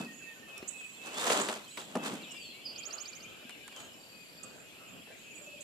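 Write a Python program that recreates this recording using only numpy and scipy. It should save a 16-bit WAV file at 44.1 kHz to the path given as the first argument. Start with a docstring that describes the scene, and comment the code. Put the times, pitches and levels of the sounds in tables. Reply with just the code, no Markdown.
"""A misty lake at dawn, heard from a small boat through the two microphone ports of a handheld camera.
Birds on the shore whistle, chip, buzz and trill as near-sines of moving pitch, with scattered echoes.
Far birds, caws, insects and the still air lie behind them, the last three as filtered noise.
Close by, cloth rustles and crackles as noise under strokes of effort, and gear ticks and knocks
against the hull as noise bursts and decaying sines."""
import sys
import numpy as np
from scipy import signal
from scipy.fft import rfft, irfft, next_fast_len
from scipy.io import wavfile
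from scipy.ndimage import uniform_filter1d

SR = 44100
rng = np.random.default_rng(int(sys.argv[2]) if len(sys.argv) > 2 else 0)


def magnitude_from_level(level_db):
    """Linear magnitude for a level in decibels (20 dB per decade)."""
    exponent = np.asarray(level_db, float) / 20
    return 10 ** exponent


def unload_audio(sound):
    """Save the sound as a 16-bit wav file, at the path given as the first command line argument."""
    columns = np.transpose(np.atleast_2d(sound))
    # keep every value between -1 and 1, then stretch to whole-number steps
    steps = np.round(np.clip(columns, -1, 1) * 32767)
    wavfile.write(sys.argv[1], SR, steps.astype(np.int16))


N = 248459  # length of the scene in samples

# colour of the port pair: frequency_hz, left_minus_right_db
PORT_LEAN = [(300, 1.5), (3000, 1.5), (5500, 0.5), (7400, -24), (9500, -9), (14900, -7)]
# movements of cloth: peak_s, rise_s (over 30 dB), fall_s (over 30 dB), level_db, treble_lift_db
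CLOTH_STROKES = [(0, .05, .16, -42, 0.1), (.49, .05, .75, -57, 3), (1.07, .15, .35, -46, 5),
                 (1.15, .1, .2, -41, 2), (1.185, .06, .3, -37, 7), (1.241, .03, .04, -34, 6),
                 (1.278, .12, .1, -29, 2.5), (1.302, .015, .04, -27, 4), (1.322, .07, .12, -27, 5),
                 (1.36, .2, .3, -30, 2.5), (1.408, .1, .06, -31, 0.1), (1.495, .15, .2, -37, 3.5),
                 (1.778, .015, .14, -40.5, 4), (1.958, .012, .15, -34, -26), (2.036, .01, .03, -42, 12),
                 (2.05, .015, .03, -40, 10), (2.065, .3, .33, -39, 1.5), (2.064, .015, .05, -42, 12),
                 (3.8, .2, .13, -51.5, 5.5)]
PORT_LAG_S = .0002  # delay between the ports
BUZZ_HZ = 222  # warble rate of the trilling bird


def evened(x):
    """Normalisation to unit root-mean-square."""
    return x / np.sqrt(np.mean(x ** 2) + 1e-20)


def smoothed(x, size):
    """Slow random drift: two running means of size samples act as a low-pass."""
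    return uniform_filter1d(uniform_filter1d(x, size=size), size=size)


def read(points, hz):
    """Interpolation of a spectrum on a logarithmic frequency axis."""
    f, value = np.transpose(points)
    return np.interp(np.log(hz + 1), np.log(f + 1), value)


def add(mix, s, sound):
    """Superposition: mixes a sound in at s seconds."""
    part = mix[..., max(round(s * SR), 0):][..., :sound.shape[-1]]
    part += sound[..., :part.shape[-1]]


def band(x, lo_hz, hi_hz):
    """Causal resonance: a Butterworth band-pass."""
    return signal.sosfilt(signal.butter(2, [lo_hz, hi_hz], "band", fs=SR, output="sos"), x)


def sides(pan_db):
    """Level-difference panning at constant total power; positive is left."""
    pair = magnitude_from_level([[pan_db / 2], [-pan_db / 2]])
    return pair / np.sqrt(np.mean(pair ** 2))


def whistle(rows, warble=None, fade=0.0027):
    """Frequency modulation: a sine integrates its pitch; rows hold time s, pitch Hz, rms level dB."""
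    s, hz, db = np.transpose(rows)[:3]
    t = np.arange(s[0], s[-1], 1 / SR)
    pitch = uniform_filter1d(np.interp(t, s, hz), size=64)
    if warble is not None:
        pitch = pitch + warble(t)
    fade_s = min(fade, (s[-1] - s[0]) / 4)
    edge = np.clip(np.minimum(t - s[0], s[-1] - t) / fade_s, 0, 1)
    envelope = np.sqrt(2) * magnitude_from_level(np.interp(t, s, db)) * np.sin(edge * np.pi / 2)
    return envelope * np.sin(2 * np.pi * np.cumsum(pitch) / SR)


def echoes(x, t60, per_s):
    """Scattered reflections off trees and water: decaying random taps, independent for each side."""
    t = np.arange(SR // 2) / SR
    present = rng.random((2, len(t))) < per_s / SR
    taps = rng.standard_normal((2, len(t))) * present * magnitude_from_level(-60 * t / t60)
    return signal.oaconvolve(x, taps / np.linalg.norm(taps, axis=1, keepdims=True), axes=1)[:, :N]


def ports(z, hz, alike, lag, lean):
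    """Partial coherence: the right port mixes the left spectrum, lag s ahead, with one of its own."""
    same = np.clip(read(alike, hz), 0, 1)[:, None]
    shifted = z[0] * np.exp(2j * np.pi * hz * lag)[:, None]
    right = same * shifted + np.sqrt(1 - same ** 2) * z[1]
    tilt = magnitude_from_level(lean * read(PORT_LEAN, hz))[:, None]
    return np.array([z[0] * tilt, right]) / np.sqrt((1 + tilt ** 2) / 2)


def hiss(size, field_db, alike, lag, lean):
    """Short-time synthesis: random spectra shaped by field_db(hz, t) overlap into a pair of noises."""
    hop, hz = size // 4, np.fft.rfftfreq(size, 1 / SR)
    frames = 4 * N // size + 5
    real, imaginary = rng.standard_normal((2, 2, frames, len(hz))).swapaxes(2, 3)
    z = ports(real + 1j * imaginary, hz, alike, lag, lean)
    z = z * magnitude_from_level(field_db(hz[:, None], np.arange(frames) * size / 4 / SR))
    return signal.istft(z, nperseg=size, noverlap=size - hop)[1][:, :N]


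def swells(rows, t):
    """Exponential growth and decay: power of each movement about its peak."""
    s, rise, fall, db = np.transpose(rows)[:4, :, None]
    return magnitude_from_level(db - 30 * np.maximum((s - t) / rise, (t - s) / fall)) ** 2 + 1e-16


def effort(rows):
    """Addition of powers: amplitude of all movements together, sample by sample."""
    t = np.arange(0, N / SR, .001)
    return np.interp(np.arange(N) / SR, t, np.sqrt(swells(rows, t).sum(0)))


def still_air():
    """Stationary coloured noise: lake murmur, far insects and microphone hiss, in drifting patches."""
    # spectral density: frequency_hz, relative_level_db
    murmur = [(20, 9), (60, 8), (110, -5.5), (231, -2), (394, -6.5), (600, -7.5), (900, -14.5), (1460, -15),
              (2500, -9.5), (4500, -16), (6200, -21), (7300, -18.5), (8600, -21), (13800, -20.5),
              (15000, -28)]
    # likeness of the ports: frequency_hz, coherence (0..1)
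    alike = [(60, 0.3), (150, 0.45), (400, 0.63), (1000, 0.61), (3000, 0.36), (9000, 0.1)]

    def field_db(hz, t):
        patches = rng.standard_normal((len(t), len(hz))).T
        patches = uniform_filter1d(patches, size=14, axis=0)
        patches = uniform_filter1d(patches, size=16, axis=1)
        return read(murmur, hz) + 1.8 * evened(patches)
    return magnitude_from_level(-52.5) * evened(hiss(1024, field_db, alike, lag=-PORT_LAG_S, lean=0.36))


def insects():
    """Narrow-band noise: a thin whine from the right bank that swells and thins."""
    centre_hz, half_width_hz, level_db = 7357, 97, -65
    whine = band(rng.standard_normal((2, N)), centre_hz - half_width_hz, centre_hz + half_width_hz)
    swell_db = 2.5 * evened(smoothed(rng.standard_normal(N), 3000))
    return magnitude_from_level(level_db + swell_db) * sides(-12) * evened(whine)


def chorus():
    """Superposition of many far birds: brief random glides and arches, half lost in diffuse echo."""
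    # swelling and thinning: time_s, level_db
    loudness = [(0, -62.5), (.9, -59), (1.6, -60), (2.2, -55), (2.6, -54), (3.301, -55.5), (3.8, -58),
                (4.05, -67), (4.35, -67), (4.6, -61), (5.001, -58.5), (5.398, -61.5), (5.63, -58.5)]
    centre_hz, notes_per_s = 2800, 160
    out = np.zeros((2, N))
    for s, low, high, glide, arch, long, loud, pan in rng.random((round(notes_per_s * N / SR), 8)):
        hz, length = centre_hz * 2 ** (0.4 * (high - low)), 0.0149 + .03 * long
        middle_hz = hz * (1 + 0.154 * (arch - .4))
        end_hz = hz * (1 + 0.275 * (glide - .45))
        rows = [(0, hz, 0), (length / 2, middle_hz, 0), (length, end_hz, 0)]
        add(out, s * N / SR, magnitude_from_level(-12 * loud) * sides(10 * (pan - .3)) * whistle(rows))
    level_db = np.interp(np.arange(N) / SR, *np.transpose(loudness))
    return magnitude_from_level(level_db) * evened(out + magnitude_from_level(3) * echoes(out, t60=0.66, per_s=2500))


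def rustle():
    """Stick-slip friction: fibres slip in clumps, a flickering noise with its own brightness per stroke."""
    # spectral density: frequency_hz, relative_level_db
    cloth = [(60, -49), (150, -41), (390, -3), (650, -6), (830, -6), (1200, -7.5), (2000, -14.5),
             (3300, -13.5), (5600, -22.5), (7440, -16.5), (9500, -26.5), (15000, -39)]
    # likeness of the ports for sounds in the boat: frequency_hz, coherence (0..1)
    alike_near = [(60, .3), (130, .85), (400, .9), (1000, .68), (3000, .55), (9000, .3)]

    def field_db(hz, t):
        # slips felt in the body and in the treble
        low, high = np.minimum(rng.exponential(1, (len(t), 2)).T, 3) - 1
        upward = np.clip(np.log2((hz + 1) / 700) / 4, 0, 1)  # share of the treble lift
        body_db = 3.6 * (1 - upward) * uniform_filter1d(low, size=3)
        treble_db = 5.5 * upward * uniform_filter1d(high, size=2)
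        power = swells(CLOTH_STROKES, t)
        lift_db = np.transpose(CLOTH_STROKES)[4] @ power / power.sum(0)
        return read(cloth, hz) + upward * lift_db + body_db + treble_db
    return effort(CLOTH_STROKES) * evened(hiss(256, field_db, alike_near, lag=PORT_LAG_S, lean=0.89))


def hull_booms():
    """Low-frequency resonance: weight shifting in the hull stirs a band of noise, mostly in phase."""
    # shifts of weight: peak_s, rise_s (over 30 dB), fall_s (over 30 dB), level_db
    shifts = [(0, .05, .15, -39), (.1, .2, .25, -52), (1.15, .5, 1.6, -55), (1.41, .13, .07, -41.5),
              (1.958, .018, .2, -38), (2.11, .35, .3, -40)]
    boom = evened(band(rng.standard_normal((N, 2)).T, 170, 305))
    middle, side = boom
    return (middle + 0.2 * side * np.array([[1], [-1]])) * effort(shifts)


def crackle():
    """Impulsive noise: single fibres snap sparsely and unevenly, as loud as the stroke that makes them."""
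    snaps_per_s, level_db, spread_db = 250, -10, 3.5
    when, size, rasp = rng.random(N), rng.exponential(1, N), rng.standard_normal((2, N))
    snaps = (when < snaps_per_s / SR) * magnitude_from_level(spread_db * np.minimum(size, 4))
    decay = magnitude_from_level(-60 * np.arange(800) / SR / .012)
    puffs = signal.oaconvolve(snaps, decay)[:N] * (rasp[0] + .8 * rasp)
    sound = band(puffs, 350, 1800) + magnitude_from_level(-10) * sides(-12) * band(puffs, 4500, 9500)
    return magnitude_from_level(level_db) * effort(CLOTH_STROKES) * evened(sound)


def note(s, length, pitch, db, attack=.35, release=.3):
    """Pitch contour pitch(u) over u = 0..1, soft at both ends and panned by level difference."""
    # the camera turns and the shore birds drift, mostly leftward: time_s, left_minus_right_db
    heading = [(0, -3), (.6, -3), (1.1, -6), (1.7, 3), (2.5, 4), (3.6, 9), (5.0, 8), (5.63, 3)]
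    u = np.linspace(0, 1, 9)
    swell = np.clip(np.minimum(u / attack, (1 - u) / release), 0, 1)  # attack, release: shares of length
    height = np.clip((pitch(u).mean() - 4800) / 2200, 0, 1)
    pan_db = np.interp(s, *np.transpose(heading)) - 22 * height  # high notes favour the right port
    wandering = pitch(u) * (1 + .007 * rng.standard_normal(len(u)))
    rows = np.transpose([u * length, wandering, db - 9 * (1 - swell)])
    return s, sides(pan_db) * whistle(rows)


def whistles():
    """Nearly pure tones of the shore birds: piped notes, sweeps and two-voiced wheezes."""
    # piped notes, held almost level: start_s, length_s, pitch_hz, relative_level_db
    pipes = [(0, .075, 2605, -46), (.065, .075, 1865, -54), (.19, .13, 2620, -48.5), (.25, .105, 1830, -53),
             (.355, .04, 1510, -59), (.41, .08, 1815, -60), (.465, .135, 2580, -48), (.68, .035, 2590, -56),
             (.725, .14, 2575, -46), (.985, .125, 2600, -47), (1.63, .06, 2560, -63),
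             (1.97, .12, 2590, -50), (2.22, .1, 2600, -56), (2.42, .18, 2610, -55), (2.72, .14, 2570, -56),
             (2.94, .06, 2520, -60), (3.37, .13, 2600, -59), (3.46, .035, 1600, -60),
             (3.64, .05, 1615, -58), (3.82, .07, 1625, -63), (3.87, .08, 2960, -60), (3.93, .07, 2570, -62),
             (4.115, .13, 2530, -55), (4.365, .125, 2490, -59), (4.56, .16, 2520, -62),
             (4.75, .12, 2650, -57), (4.8, .17, 2540, -61), (5.03, .1, 2610, -58), (5.445, .13, 2590, -48),
             (5.605, .025, 2550, -55)]
    # sweeping whistles: start_s, length_s, from_hz, to_hz, relative_level_db
    sweeps = [(.035, .025, 4200, 4950, -58), (.2, .03, 1800, 1450, -60), (.28, .02, 3600, 3650, -59),
              (.55, .04, 3500, 3600, -59), (.615, .025, 4000, 4400, -60), (.57, .013, 5100, 5850, -56),
              (.583, .013, 5850, 5200, -57), (.91, .065, 3400, 4500, -63), (.49, .035, 3350, 2850, -58),
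              (.64, .025, 3050, 2950, -59), (.685, .03, 2950, 3050, -59), (.77, .04, 3350, 3500, -61),
              (.835, .02, 3250, 2800, -58), (.955, .04, 3800, 3300, -59), (5.51, .025, 3000, 2800, -60),
              (1.1, .04, 2800, 3000, -54), (1.145, .085, 3250, 3750, -44.5), (1.62, .045, 3500, 4500, -57),
              (1.665, .03, 3200, 3050, -53), (1.705, .02, 3640, 4280, -52), (1.8, .022, 2900, 4270, -46),
              (2.218, .042, 4800, 3100, -51), (2.25, .18, 3100, 2630, -50.5), (2.34, .11, 2250, 2620, -55),
              (2.52, .1, 2150, 2330, -59), (2.265, .09, 5950, 5150, -62), (2.34, .228, 5230, 4000, -53),
              (2.77, .07, 3050, 3250, -51), (2.9, .08, 4050, 4050, -60), (3.2, .13, 2950, 3250, -58),
              (3.5, .07, 3200, 2500, -50.5), (3.58, .1, 3050, 2950, -59), (3.76, .04, 3050, 3150, -56),
              (3.76, .035, 3290, 2900, -50.5), (2.46, .1, 2900, 3550, -60), (2.63, .12, 2800, 3100, -60),
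              (2.93, .08, 3050, 2980, -59), (3.925, .027, 4700, 5600, -61), (4.355, .02, 3800, 3200, -62),
              (4.69, .025, 2900, 3450, -60), (4.87, .04, 7200, 6750, -62), (4.595, .02, 2300, 2700, -58),
              (5.01, .025, 3000, 3500, -60), (5.115, .04, 2250, 2450, -58), (5.14, .02, 2400, 1850, -60),
              (5.245, .1, 2510, 2630, -53), (5.31, .04, 2600, 2250, -57), (5.455, .025, 7300, 5900, -63),
              (5.305, .03, 7200, 6700, -55), (5.335, .06, 6750, 7100, -54), (5.34, .07, 8100, 7600, -55),
              (5.335, .02, 2800, 3400, -57), (5.355, .03, 2700, 2350, -51), (5.41, .065, 7750, 7100, -56),
              (5.41, .05, 7100, 6750, -59), (5.575, .03, 2700, 3700, -60)]
    # thin wheezes: start_s, length_s, upper_relative_db, lower_relative_db
    wheezes = [(.11, .19, -68, -57), (.755, .24, -56, -63), (1.675, .17, -55, -60), (2.33, .17, -61, -68),
               (3.765, .12, -63, -59), (4.46, .18, -71, -68), (5.16, .15, -70, -65)]
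    # the two voices of a wheeze: share_of_length, upper_hz, lower_hz
    wheeze_pitch = [(0, 7900, 6560), (.3, 8060, 6790), (1, 7450, 6560)]
    out, (share, upper, lower) = np.zeros((2, N)), np.transpose(wheeze_pitch)
    for s, length, hz, db in pipes:
        def piped(u):
            end_drop = .05 * np.clip(1 - (1 - u) / .13, 0, 1)  # a drop by a share at the very end
            return hz * (1 - end_drop) - 380 * length * (u - .5)  # sag of 380 Hz per s
        add(out, *note(s, length, piped, db, attack=.25, release=.2))
    for s, length, hz, end_hz, db in sweeps:
        # a power under 1: the sweep moves fastest at its start
        add(out, *note(s, length, lambda u: hz + (end_hz - hz) * u ** .7, db))
    for s, length, upper_db, lower_db in wheezes:
        add(out, *note(s, length, lambda u: np.interp(u, share, upper), upper_db, attack=.1))
        add(out, *note(s, length, lambda u: np.interp(u, share, lower), lower_db, attack=.1))
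    return out


def ticks():
    """Impact excitation: each blow is a short crack in middle and treble, and a modal ring of the hull."""
    # blows: start_s, middle_db, bass_db, treble_db
    blows = [(.158, -48, -60, -48), (0.579, -45, -57, -33), (0.626, -38, -46, -50), (0.808, -40, -56, -54),
             (1.06, -40, -50, -36), (1.18, -36, -50, -36), (1.24, -29, -42, -34), (1.3, -24, -34, -30),
             (1.318, -24, -34, -29), (1.4, -27, -36, -40), (1.486, -21, -25, -27), (1.525, -36, -36, -50),
             (1.56, -35, -36, -43), (1.773, -27, -45, -35), (1.816, -35, -51, -42),
             (1.953, -31, -22.5, -50), (2.139, -48, -41, -35), (2.344, -40.5, -61, -60),
             (2.933, -40, -54, -41), (3.494, -35, -54, -36.5), (3.506, -43, -64, -43),
             (3.678, -35.5, -58, -36), (3.724, -41, -63, -49), (3.763, -48, -63, -38),
             (3.802, -38, -52, -55), (5.072, -46, -50, -64)]
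    # modes of the hull: frequency_hz, relative_level_db, t60_s
    modes = [(227.6, -8, 0.094), (422, -1.5, 0.048), (625, -6, 0.065)]
    out, t = np.zeros((2, N)), np.arange(8000) / SR
    ring = sum(magnitude_from_level(db - 60 * t / t60) * np.sin(2 * np.pi * hz * t) for hz, db, t60 in modes)
    ring = ring * np.minimum(t / 0.0028, 1)
    for (s, mid_db, bass_db, treble_db), burst in zip(blows, rng.standard_normal((len(blows), 2, len(t)))):
        burst = .6 * burst[0] + .6 * burst  # mostly shared by the ports
        crack = band(burst * magnitude_from_level(-60 * t / 0.05) * np.minimum(t / 0.0012, 1), 660, 3340)
        thud = ring + 1.64 * band(burst[0] * magnitude_from_level(-60 * t / 0.09), 375, 1000)
        click = sides(-12) * band(burst * magnitude_from_level(-60 * t / 0.02), 4900, 10000)
        add(out, s, magnitude_from_level(mid_db) * crack + magnitude_from_level(bass_db) * thud + magnitude_from_level(treble_db) * click)
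    return out


def caws():
    """Source-filter voice: rough, lumpy noise through two throat resonances, smeared by the distance."""
    # hoarse calls: start_s, length_s, relative_level_db, upper_resonance_hz
    calls = [(.47, .2, -62, 1300), (2.7, .13, -62, 1300), (2.83, .2, -57, 1300), (3.05, .4, -64, 1380),
             (3.76, .12, -61, 1350), (4.42, .07, -63, 1300), (4.48, .18, -61.5, 1520),
             (4.76, .24, -63, 1330), (5.065, .06, -62, 1650)]
    low_hz, half_width_hz, edge_s = 530, 170, .015
    out, t = np.zeros((2, N)), np.arange(SR // 2) / SR
    for (s, length, db, hz), (rasp, lumps) in zip(calls, rng.standard_normal((len(calls), 2, len(t)))):
        drive = rasp * magnitude_from_level(4.0 * evened(smoothed_once(lumps)))
        throat = sum(evened(band(drive, f - half_width_hz, f + half_width_hz)) for f in (low_hz, hz))
        add(out, s, magnitude_from_level(db) * throat * np.clip(np.minimum(t, length - t) / edge_s, 0, 1))
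    return magnitude_from_level(-5) * out + echoes(out, t60=.4, per_s=2000)


def smoothed_once(lumps):
    """Low-pass by one running mean: the lumps of a rough voice."""
    return uniform_filter1d(lumps, size=600)


def knocks():
    """Damped oscillation: dull knocks stir the air in the hull for a few cycles of one low note."""
    # knocks: start_s, pitch_hz, peak_db
    blows = [(.595, 70, -41), (.627, 380, -33), (3.451, 245, -42)]
    out, t = np.zeros(N), np.arange(SR // 4) / SR
    for s, hz, db in blows:
        t60 = .05 * 250 / hz  # higher notes die sooner
        add(out, s, magnitude_from_level(db - 60 * t / t60) * np.sin(2 * np.pi * hz * t))
    return out


def chips():
    """Multiple reflection: a steep upward chip comes back many times off nearby branches."""
    # one chip: time_s (from its start), pitch_hz, relative_level_db
    chip = [(0, 6050, -9), (.003, 6902, -4.5), (.0055, 7696.5, -0.5), (.009, 8400, -5)]
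    # calls: start_s, level_db, echo_db (sent to the echoes, relative to the call)
    calls = [(0.6768, -35, 5), (1.404, -38, 10), (2.307, -50, 8), (4.4314, -39.5, -5), (5.606, -42, -1)]
    direct, scattered = np.zeros((2, 2, N))
    for s, db, echo_db in calls:
        call = magnitude_from_level(db) * sides(-18) * whistle(chip, fade=0.0019)
        add(direct, s, call)
        add(scattered, s, call * magnitude_from_level(echo_db))
    branches = echoes(scattered, t60=.09, per_s=700)
    return direct + branches + magnitude_from_level(-5.5) * echoes(scattered, t60=0.38, per_s=1700)


def leaned(x):
    """Port response as a linear filter: the right port favours the treble."""
    size = next_fast_len(N)
    response = magnitude_from_level(read(PORT_LEAN, np.fft.rfftfreq(size, 1 / SR)))
    return np.array([irfft(rfft(x, size) * response, size)[:N], x])


def trilling_bird():
    """Fast frequency modulation: a warbled buzz, throbbing in a throat band, leads into a trill."""
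    # the buzz: time_s, pitch_hz, level_db, warble_depth_hz
    buzz = [(2.638, 5250, -69, 0), (2.659, 4920, -39, 60), (2.674, 4745, -41.5, 310),
            (2.71, 4740, -44.5, 310), (2.736, 4650, -54, 300)]
    # a syllable's warbled arch: time_s (from its start), pitch_hz, relative_level_db
    arch = [(0, 3900, -16), (.006, 4300, -12), (.0115, 4770, 3), (.0165, 4750, -2), (.0205, 4300, -10)]
    # a syllable's rising whistle: time_s (from its start), pitch_hz, relative_level_db
    rising = [(.025, 4930, -11), (.029, 5400, -5), (0.032, 6300, -3.5), (.043, 6730, 1.5), (.051, 6950, -3),
              (0.055, 7150, -8), (0.061, 8300, -8)]
    # trill syllables: arch_db, rise_db, rise_pitch_factor, rise_warble_depth_hz (left over from the buzz)
    syllables = [(-44, -44, 1.025, 260), (-45, -40, 1.0, 40), (-45, -39, 1.0, 30), (-43, -41, 1.0, 30),
                 (-45, -44.5, .99, 40), (-50, -49.5, .98, 40), (-53, -52, .97, 40)]
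    trill_start_s, period_s, arch_warble_hz = 2.7505, .0742, 330
    singer = np.zeros(N)
    s, depth_hz = np.transpose(buzz)[[0, 3]]
    buzzing = whistle(buzz, lambda t: np.interp(t, s, depth_hz) * np.sin(2 * np.pi * BUZZ_HZ * t))
    add(singer, s[0], band(buzzing, 4480, 5150))  # the throat band turns the warble into a throb
    turns = rng.random(len(syllables))
    for k, ((arch_db, rise_db, lift, left_hz), turn) in enumerate(zip(syllables, turns)):
        start = trill_start_s + k * period_s

        def shake(t):
            return np.sin(2 * np.pi * (BUZZ_HZ * t + .3 * turn))
        arched = whistle(arch, lambda t: arch_warble_hz * shake(t), fade=.003)
        risen = whistle(np.multiply(rising, [1, lift, 1]), lambda t: left_hz * shake(t), fade=0.0041)
        add(singer, start, magnitude_from_level(arch_db) * arched)
        add(singer, start + rising[0][0], magnitude_from_level(rise_db) * risen)
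    return sides(-7) * leaned(singer)


def rattle():
    """Periodic repetition: a far bird repeats one hooked note, each a little weaker on average."""
    # the hooked note: time_s (from its start), pitch_hz, relative_level_db
    hook = [(0, 3570, -5), (.004, 4350, 2), (.008, 4600, 7.5), (.023, 4640, 7.5)]
    start_s, period_s = 3.995, .0289
    out = np.zeros((2, N))
    for k, (wobble, waver) in enumerate(rng.standard_normal((18, 2))):
        rows = np.multiply(hook, [1, 1 + .005 * waver, 1])
        level = magnitude_from_level(-67 - 0.3 * k + 1.5 * wobble)
        add(out, start_s + k * period_s, level * sides(11) * whistle(rows, fade=0.004))
    return out


def hoots():
    """Steady low tones: short hoots far off, equal at both ports."""
    # hoots: start_s, relative_level_db
    calls = [(5.408, -57.5), (5.47, -55), (5.534, -55), (5.59, -53)]
    out = np.zeros((2, N))
    for s, db in calls:
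        add(out, s, magnitude_from_level(db) * whistle([(0, 587, 0), (.03, 587, -1.5)], fade=0.0083))
    return out


def songbirds():
    """Direct-to-reverberant ratio: the trilling bird is closer, so drier than the other singers."""
    air_db = evened(smoothed(rng.standard_normal((N, 2)).T, 500))
    far = (whistles() + rattle()) * magnitude_from_level(1.8 * air_db)  # moving air makes far notes flutter
    far = far + hoots()
    near = trilling_bird()
    early = echoes(far + magnitude_from_level(-4) * near, t60=0.15, per_s=1900)
    late = echoes(far + magnitude_from_level(-8) * near, t60=1.1, per_s=2500)
    return magnitude_from_level(-2.0) * far + near + magnitude_from_level(-9) * early + magnitude_from_level(-5) * late


def scene():
    """Superposition of the birds over the still lake and the near sounds in the boat."""
    shore = still_air() + insects() + songbirds() + chips() + chorus() + caws()
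    boat = rustle() + hull_booms() + crackle() + ticks() + knocks()
    return shore + boat


def band_limit(x):
    """A steep low-pass at the top of the band."""
    return signal.sosfilt(signal.butter(12, 15490, fs=SR, output="sos"), x)


def record(dry):
    """Band limitation: the microphones drop the deep bass, and a steep low-pass ends the treble."""
    high_pass = signal.butter(3, 130, "high", fs=SR, output="sos")
    thin = signal.sosfilt(high_pass, dry) + magnitude_from_level(-26) * dry  # a little deep bass remains
    low_pass = signal.firwin(511, 14680, window=("kaiser", 9), fs=SR)
    mix = signal.oaconvolve(thin, low_pass[None], "same")
    return band_limit(mix)


dry = scene()
out = record(dry)
unload_audio(out)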